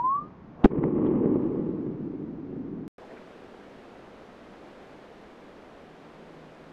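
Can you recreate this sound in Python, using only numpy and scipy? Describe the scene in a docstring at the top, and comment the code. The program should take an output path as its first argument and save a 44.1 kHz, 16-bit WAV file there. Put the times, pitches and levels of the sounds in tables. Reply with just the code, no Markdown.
"""A rifle shot in a snowy forest

A short whistle rises in still air and a sleeve brushes a rifle. One shot goes off beside a small
camera in a closed case and overloads its microphone. Branches sizzle, and trunks and hillsides send
the blast back as thuds and a long, dull roll. The sound cuts out for a moment, then returns as
steady wind in the firs, with a few more brushes of cloth and a faint, far drone at the end."""
import sys
import numpy as np
from scipy import signal
from scipy.fft import rfft, irfft
from scipy.io import wavfile
from scipy.ndimage import uniform_filter1d

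SR = 44100
rng = np.random.default_rng(int(sys.argv[2]) if len(sys.argv) > 2 else 0)


def to_wav(s):
    """Save 16-bit WAV."""
    ch = np.atleast_2d(s).T  # columns
    pcm = np.round(np.clip(ch, -1, 1) * 32767)  # PCM
    wavfile.write(sys.argv[1], SR, pcm.astype(np.int16))


N = 296660
T = np.arange(N) / SR

# Little catches in the whistle. Each row: time in seconds, dip in dB, width in seconds, bend in Hz.
WHISTLE_CATCHES = [(0.029, -9, 0.0084, 8), (0.174, -6, 0.004, 12), (0.203, -8, 0.005, 12)]
# Soft sounds: two low swells of the air near the start, cloth on the rifle at the shot, a small clink at 1.068
# s and later rustles. Each row: time in seconds, level in dB, middle pitch in Hz, range in octaves, # width in
# seconds.
SOFT_SOUNDS = [(0.065, -46.5, 231, 1.44, 0.037), (0.25, -46.5, 258, 1.5, 0.038),
               (0.625, -45, 370, 2.76, 0.034), (1.068, -61, 3030, 0.38, 0.0062),
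               (3.035, -48, 620, 0.89, 0.014), (3.114, -56, 1860, .4, 0.006),
               (3.123, -43, 400, 1.48, 0.018), (3.176, -50.5, 1850, 0.66, 0.006)]
# The blast and its first bounces off snow, body and trees. Each row: time in seconds, level in dB,
# rounding in seconds, the rear shock's level against the front in dB, its delay in seconds.
SHOCK_WAVES = [(.6457, 0, .00003, -1, .0017), (.6494, 0, 0.000043, -28, .0017),
               (.6541, -1.5, .00001, -30.5, 0.0018), (.6567, -2, 0.000054, -0.5, 0.00093),
               (.6592, -1.5, 0.00024, -10.5, 0.0021)]
# Echoes from tree lines and slopes. Each row: time in seconds, level in dB, share of crack in dB,
# share of deep thud in dB, spread of the crack in seconds.
TREE_ECHOES = [(.718, -21.5, -10.5, -6, .005), (.733, -18, -30, -19, .004), (.761, -20, -17, -5, .0015),
               (.774, -17.5, -24, -6.5, 0.0032), (.786, -15.5, -18.5, 4.5, 0.0073),
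               (.833, -26, -5, -10, .0015), (.839, -11.5, -8, -14, 0.001), (0.852, -14, -22, -3, .005),
               (.895, -19, -24, -14, .004), (.962, -17, -17, -10, .007), (.987, -12.5, -19, -9, 0.0068),
               (1.027, -18.5, -24, -14, .004), (1.064, -17.5, -12, -14.5, .007),
               (1.088, -14, -22, -13, .004), (1.138, -16.5, -24, -14, .004),
               (1.158, -13.5, -28.5, -15, .004), (1.241, -16, -23.5, -17, .004),
               (1.258, -10, -21, -18, 0.003), (1.315, -16, -20, -15, .012), (1.357, -10, -27, -16, .004),
               (1.434, -18.5, -26, -12.5, .005), (1.595, -19.5, -28, -11, .005),
               (1.69, -20.5, -29, -4, .006), (1.736, -20, -28, -18, .005), (1.787, -21.5, -28, -8, 0.0053),
               (1.868, -19.5, -29, -14, .005), (2.138, -24.5, -28, -14, .006), (2.527, -26, -29, -5, .006),
               (2.565, -26, -28, -11.5, .006)]
# How the drone swells. 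Each row: time in seconds, level in dB.
DRONE_LEVELS = [(5.4, -85), (5.95, -61.5), (6.73, -59.5)]

# Tone colours say how strong the lows and highs are. Each row: frequency in Hz, relative level in dB.
AIR_COLOUR = [(20, -10), (90, -1), (160, 4.5), (260, 2.5), (450, -7), (700, -9.5), (1100, -14.5),
              (2000, -24.5), (3500, -36.5), (6500, -48.5), (8000, -63), (15000, -65.5)]  # still forest air
GAS_COLOUR = [(200, -1), (900, 5), (1500, -3), (2300, 4), (2900, -1), (3500, -6), (4300, -21), (7800, -23),
              (9500, -51.5)]  # muzzle gas heard through the case
BLAST_COLOUR = [(20, 1.5), (110, 0.5), (220, -1), (380, -4), (560, -10), (850, -14), (1400, -24.5),
                (2500, -39), (4500, -47.5), (8000, -59.5), (14000, -74)]  # one shock heard through the case
SIZZLE_COLOUR = [(400, 0), (900, 7), (1300, 4), (2400, 0.5), (3500, -8), (5000, -17), (7000, -23.5),
                 (9000, -31.5), (14000, -51)]  # snow and twigs on the nearest branches
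BOOM_COLOUR = [(20, -23.5), (60, -20.5), (95, -15), (160, -2), (260, 2.5), (350, 2.5), (460, -5),
               (560, -13.5), (720, -33), (1100, -61), (3000, -76.5), (12000, -110)]  # the boom from near trees
THUD_COLOUR = [(30, -23.5), (80, -16), (160, 3), (260, -14), (600, -43), (4000, -100), (14000, -130)]  # the deep part of an echo
CRACK_COLOUR = [(300, -5.5), (800, 8), (1100, 7), (1400, 0), (2300, -8), (2800, -20), (4200, -36),
                (5400, -66.5), (12000, -82)]  # the sharp part of an echo
SCATTER_COLOUR = [(100, -29), (400, -11), (690, -4.5), (850, 6), (960, 0), (1100, 2), (1450, -15),
                  (2000, -17.5), (3000, -28), (4200, -51), (7000, -67), (14000, -93.5)]  # the bright part of the roll
FAR_BOOM_COLOUR = [(20, -19), (60, -24), (95, -18.5), (150, -3.5), (220, -2.5), (300, 2.5), (380, -7.5),
                   (470, -14.5), (600, -30), (1100, -48), (3000, -74), (12000, -110)]  # the roll from far slopes
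WIND_COLOUR = [(20, -8), (110, -8.5), (160, -5.5), (210, 1), (310, 0), (420, 0), (620, -2.5), (850, -8),
               (1600, -13), (3500, -23.5), (5000, -31), (8000, -40), (13000, -49.5), (15000, -66)]  # wind in the fir tops

SHOT_S = SHOCK_WAVES[0][0]
SILENCE_START_S, SILENCE_END_S = 2.879, 2.982


def undb(db):
    """Turn decibels into a number to multiply by."""
    return 10 ** (np.asarray(db) / 20)


def unit(x):
    """Scale a sound to a standard strength (rms 1)."""
    return x / np.std(x)


def noise():
    """White noise, an even hiss."""
    return rng.standard_normal(N)


def colour(x, points, size=4096):
    """Filter a sound so that it takes on a tone colour."""
    hz, db = np.transpose(points)
    bins = np.maximum(np.fft.rfftfreq(size, 1 / SR), 1)
    gains = undb(np.interp(np.log(bins), np.log(hz), db))
    # fold the filter so that it rings only after it is struck
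    cepstrum = irfft(np.log(gains))
    cepstrum[1:size // 2] *= 2
    cepstrum[size // 2 + 1:] = 0
    ring = irfft(np.exp(rfft(cepstrum))) * np.hanning(2 * size)[size:]
    return signal.fftconvolve(x, ring / np.abs(ring).max())[:N]


def noise_band(hz, octaves):
    """Noise in a range of pitches around hz."""
    edges = np.minimum(hz * 2 ** (np.array([-.5, .5]) * octaves), SR / 2 - 1)
    return unit(signal.sosfilt(signal.butter(3, edges, "band", fs=SR, output="sos"), noise()))


def wander(per_s):
    """A smooth random wobble that picks per_s new values a second."""
    step = int(SR / per_s)
    stairs = np.repeat(noise()[:N // step + 1], step)[:N]
    return unit(uniform_filter1d(uniform_filter1d(stairs, step), step))


def swell(at_s, width_s):
    """A bell-shaped rise and fall around one moment."""
    return np.exp(-.5 * ((T - at_s) / width_s) ** 2)


def envelope(age, attack_s, hold_s, rise_db_per_s, fall_db_per_s, sag_db_per_s=0):
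    """Loudness that rises to 1, holds or sags, then dies away."""
    past = age - attack_s
    rise_db = rise_db_per_s * np.minimum(past, 0)
    sag_db = sag_db_per_s * np.maximum(past, 0)
    fall_db = fall_db_per_s * np.maximum(past - hold_s, 0)
    return undb(rise_db - sag_db - fall_db)


def clicks(times, sizes):
    """One sharp click at each time."""
    return np.bincount((np.asarray(times) * SR).astype(int), sizes, N)[:N]


def spread_click(at_s, spread_s):
    """A click scattered over a short time, with the same total energy."""
    x = noise() * swell(at_s, spread_s)
    return x / np.linalg.norm(x)


def trunks(per_s):
    """Many tiny bounces off trunks, random in time and size."""
    return unit(noise() * (rng.random(N) < per_s / SR))


def still_air(level_db=-47, lull_db=-0.5, sink_db=-8.5):
    """A soft hiss that dips slightly after the whistle and sinks for a while after the shot."""
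    corners_s = SHOT_S + np.cumsum([0, 0.09, 0.45, .22])  # sink, stay down, come back
    sunk = np.interp(T, corners_s, [0, 1, 1, 0])
    db = level_db + lull_db * swell(.42, 0.07) + sink_db * sunk
    return unit(colour(noise(), AIR_COLOUR)) * undb(db)


def whistle(start_hz=936, glide_hz=568, glide_s=.36, level_db=-22, trees_db=-24):
    """A pure tone glides up, catches three times and fades; the trees smear it faintly."""
    bends_hz = sum(bend * swell(s, width) for s, _, width, bend in WHISTLE_CATCHES)
    dips_db = sum(dip * swell(s, width) for s, dip, width, _ in WHISTLE_CATCHES)
    db = level_db + 0.5 * wander(150) + dips_db
    hz = start_hz + glide_hz * (1 - np.exp(-T / glide_s)) + bends_hz
    hz *= 1 + 0.0043 * wander(120)
    effort = envelope(T, attack_s=0.066, hold_s=0.12,
                      rise_db_per_s=61.5, fall_db_per_s=295, sag_db_per_s=39.5)
    tone = np.sqrt(2) * effort * undb(db) * np.sin(2 * np.pi * np.cumsum(hz) / SR)
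    trees = trunks(510) * np.exp(-T / 0.11)
    return tone + undb(trees_db) * signal.fftconvolve(tone, trees / np.linalg.norm(trees))[:N]


def soft_sounds():
    """Two low swells of the air, cloth brushing the rifle as it kicks back and later rustles, and a small
    clink."""
    return sum(noise_band(hz, octaves) * undb(db) * swell(s, width)
               for s, db, hz, octaves, width in SOFT_SOUNDS)


def shock(at_s, rounding_s):
    """One jolt of air pressure; the rounder it is, the duller it sounds."""
    pulse = swell(at_s, rounding_s)
    return pulse / pulse.sum()


def rifle_shot(blast_db=-0.8, gas_db=-25.5, push_db=-7, pin_db=-28, ceiling=0.8, leak_db=-30):
    """The firing pin strikes, gas spits, and the blast slams the case and overloads the microphone."""
    shocks = sum(undb(db) * (shock(s, rounding) - undb(rear_db) * shock(s + delay, rounding))
                 for s, db, rounding, rear_db, delay in SHOCK_WAVES)
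    blast = -undb(blast_db) * colour(shocks, BLAST_COLOUR)
    pin = undb(pin_db) * noise_band(hz=480, octaves=2) * swell(.6396, 0.0016)
    spits = swell(.6436, 0.0009) + 0.5 * swell(.6576, 0.00067)
    gas = undb(gas_db) * unit(colour(noise(), GAS_COLOUR)) * spits
    push = undb(push_db) * swell(.6446, 0.00067)  # air leaves the barrel just ahead of the shock
    overloaded = ceiling * np.tanh((blast + gas + push + pin) / ceiling)
    case = signal.ellip(8, .3, 60, 8900, fs=SR, output="sos")  # little above 8900 Hz gets in
    return signal.sosfilt(case, overloaded) + undb(leak_db) * overloaded


def branch_sizzle(level_db=-46, rise_s=0.0044, decay_s=0.0059, tail_db=-9, tail_s=0.034):
    """Snow and twigs close by throw back a bright spray that drops fast and leaves a thin tail."""
    age = T - SHOCK_WAVES[2][0]
    past = np.maximum(age, 0)
    rise = np.exp(np.minimum(age, 0) / rise_s)
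    fade = np.exp(-past / decay_s) + undb(tail_db) * np.exp(-past / tail_s)
    return undb(level_db) * unit(colour(noise(), SIZZLE_COLOUR)) * rise * fade


def tree_rumble(points):
    """Dense bounces of one tone colour, kept even: each belt of trees returns the same share."""
    x = colour(trunks(4000), points)
    return x / np.sqrt(uniform_filter1d(x ** 2, size=2600))


def forest_roll(branch_db=-25.5, near_db=-23.6, bright_db=-44.5, far_db=-34.5, flutter_db=1.2):
    """The forest scatters the blast: branches answer first, near trees swell, far slopes linger."""
    age = np.maximum(T - SHOT_S, 0)
    branches = undb(branch_db) * tree_rumble(BOOM_COLOUR)
    branches *= np.exp(-age / 0.023) * np.tanh(age / 0.0045) ** 2
    near = undb(near_db) * tree_rumble(BOOM_COLOUR)
    near *= envelope(age, attack_s=0.34, hold_s=0.29, rise_db_per_s=21.5, fall_db_per_s=22.5)
    bright = undb(bright_db) * tree_rumble(SCATTER_COLOUR)
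    bright *= envelope(age, attack_s=0.43, hold_s=.15, rise_db_per_s=12.5, fall_db_per_s=23)
    far = undb(far_db) * tree_rumble(FAR_BOOM_COLOUR)
    far *= envelope(age, attack_s=0.91, hold_s=.35, rise_db_per_s=14.5, fall_db_per_s=3.5)
    # sound needs 0.059 seconds to reach the edge of the clearing and come back
    returned = .5 + .5 * np.tanh((age - 0.059) / .006)
    return (branches + returned * (near + bright + far)) * undb(flutter_db * wander(30.1))


def echoes(smear=0.025, smear_s=0.0092, thud_db=-3.5):
    """Tree lines return the shot as separate thuds; the nearest keep some crack."""
    times, db, crack_db, deep_db, spreads = np.transpose(TREE_ECHOES)
    booms = colour(clicks(times, undb(db)), BOOM_COLOUR)
    thuds = colour(clicks(times, undb(db + deep_db + thud_db)), THUD_COLOUR)
    cracks = sum(size * spread_click(s, spread)
                 for s, size, spread in zip(times, undb(db + crack_db), spreads))
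    depth = smear * noise() * np.exp(-T / smear_s)  # a stand of trees is some metres deep
    depth[0] = 1
    return signal.fftconvolve(booms + thuds, depth)[:N] + colour(cracks, CRACK_COLOUR)


def wind(level_db=-48, sway_db=0.2, gust_db=2, swirl_db=-13, easing_db_per_s=0.15):
    """A smooth rush in the fir tops slowly eases; swirls around nearer branches come and go."""
    rush = unit(colour(noise(), WIND_COLOUR)) * undb(sway_db * wander(3.9))
    swirls = sum(noise_band(hz, octaves=0.76) * undb(gust_db * wander(5.4)) for hz in (250, 400, 620))
    db = level_db - easing_db_per_s * (T - SILENCE_END_S)
    return (rush + undb(swirl_db) * unit(swirls)) * undb(db)


def far_drone(pitch_hz=160, waver=0.0118, throb_db=1.5):
    """One low, unsteady tone, perhaps an engine far down the valley."""
    db = np.interp(T, *np.transpose(DRONE_LEVELS)) + throb_db * wander(11)
    hz = pitch_hz * (1 + waver * wander(14))
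    return np.sqrt(2) * undb(db) * np.sin(2 * np.pi * np.cumsum(hz) / SR)


def scene():
    """Whistle, shot and roll; a short silence; then the wind."""
    before = whistle() + rifle_shot() + branch_sizzle() + echoes() + forest_roll() + still_air()
    after = wind() + far_drone()
    return (before * (T < SILENCE_START_S) + after * (T > SILENCE_END_S) + soft_sounds())[None]


def record(dry):
    """The camera loses the highest treble, above 14900 Hz."""
    return signal.sosfilt(signal.ellip(8, .2, 70, 14900, fs=SR, output="sos"), dry)


dry = scene()
out = record(dry)
to_wav(out)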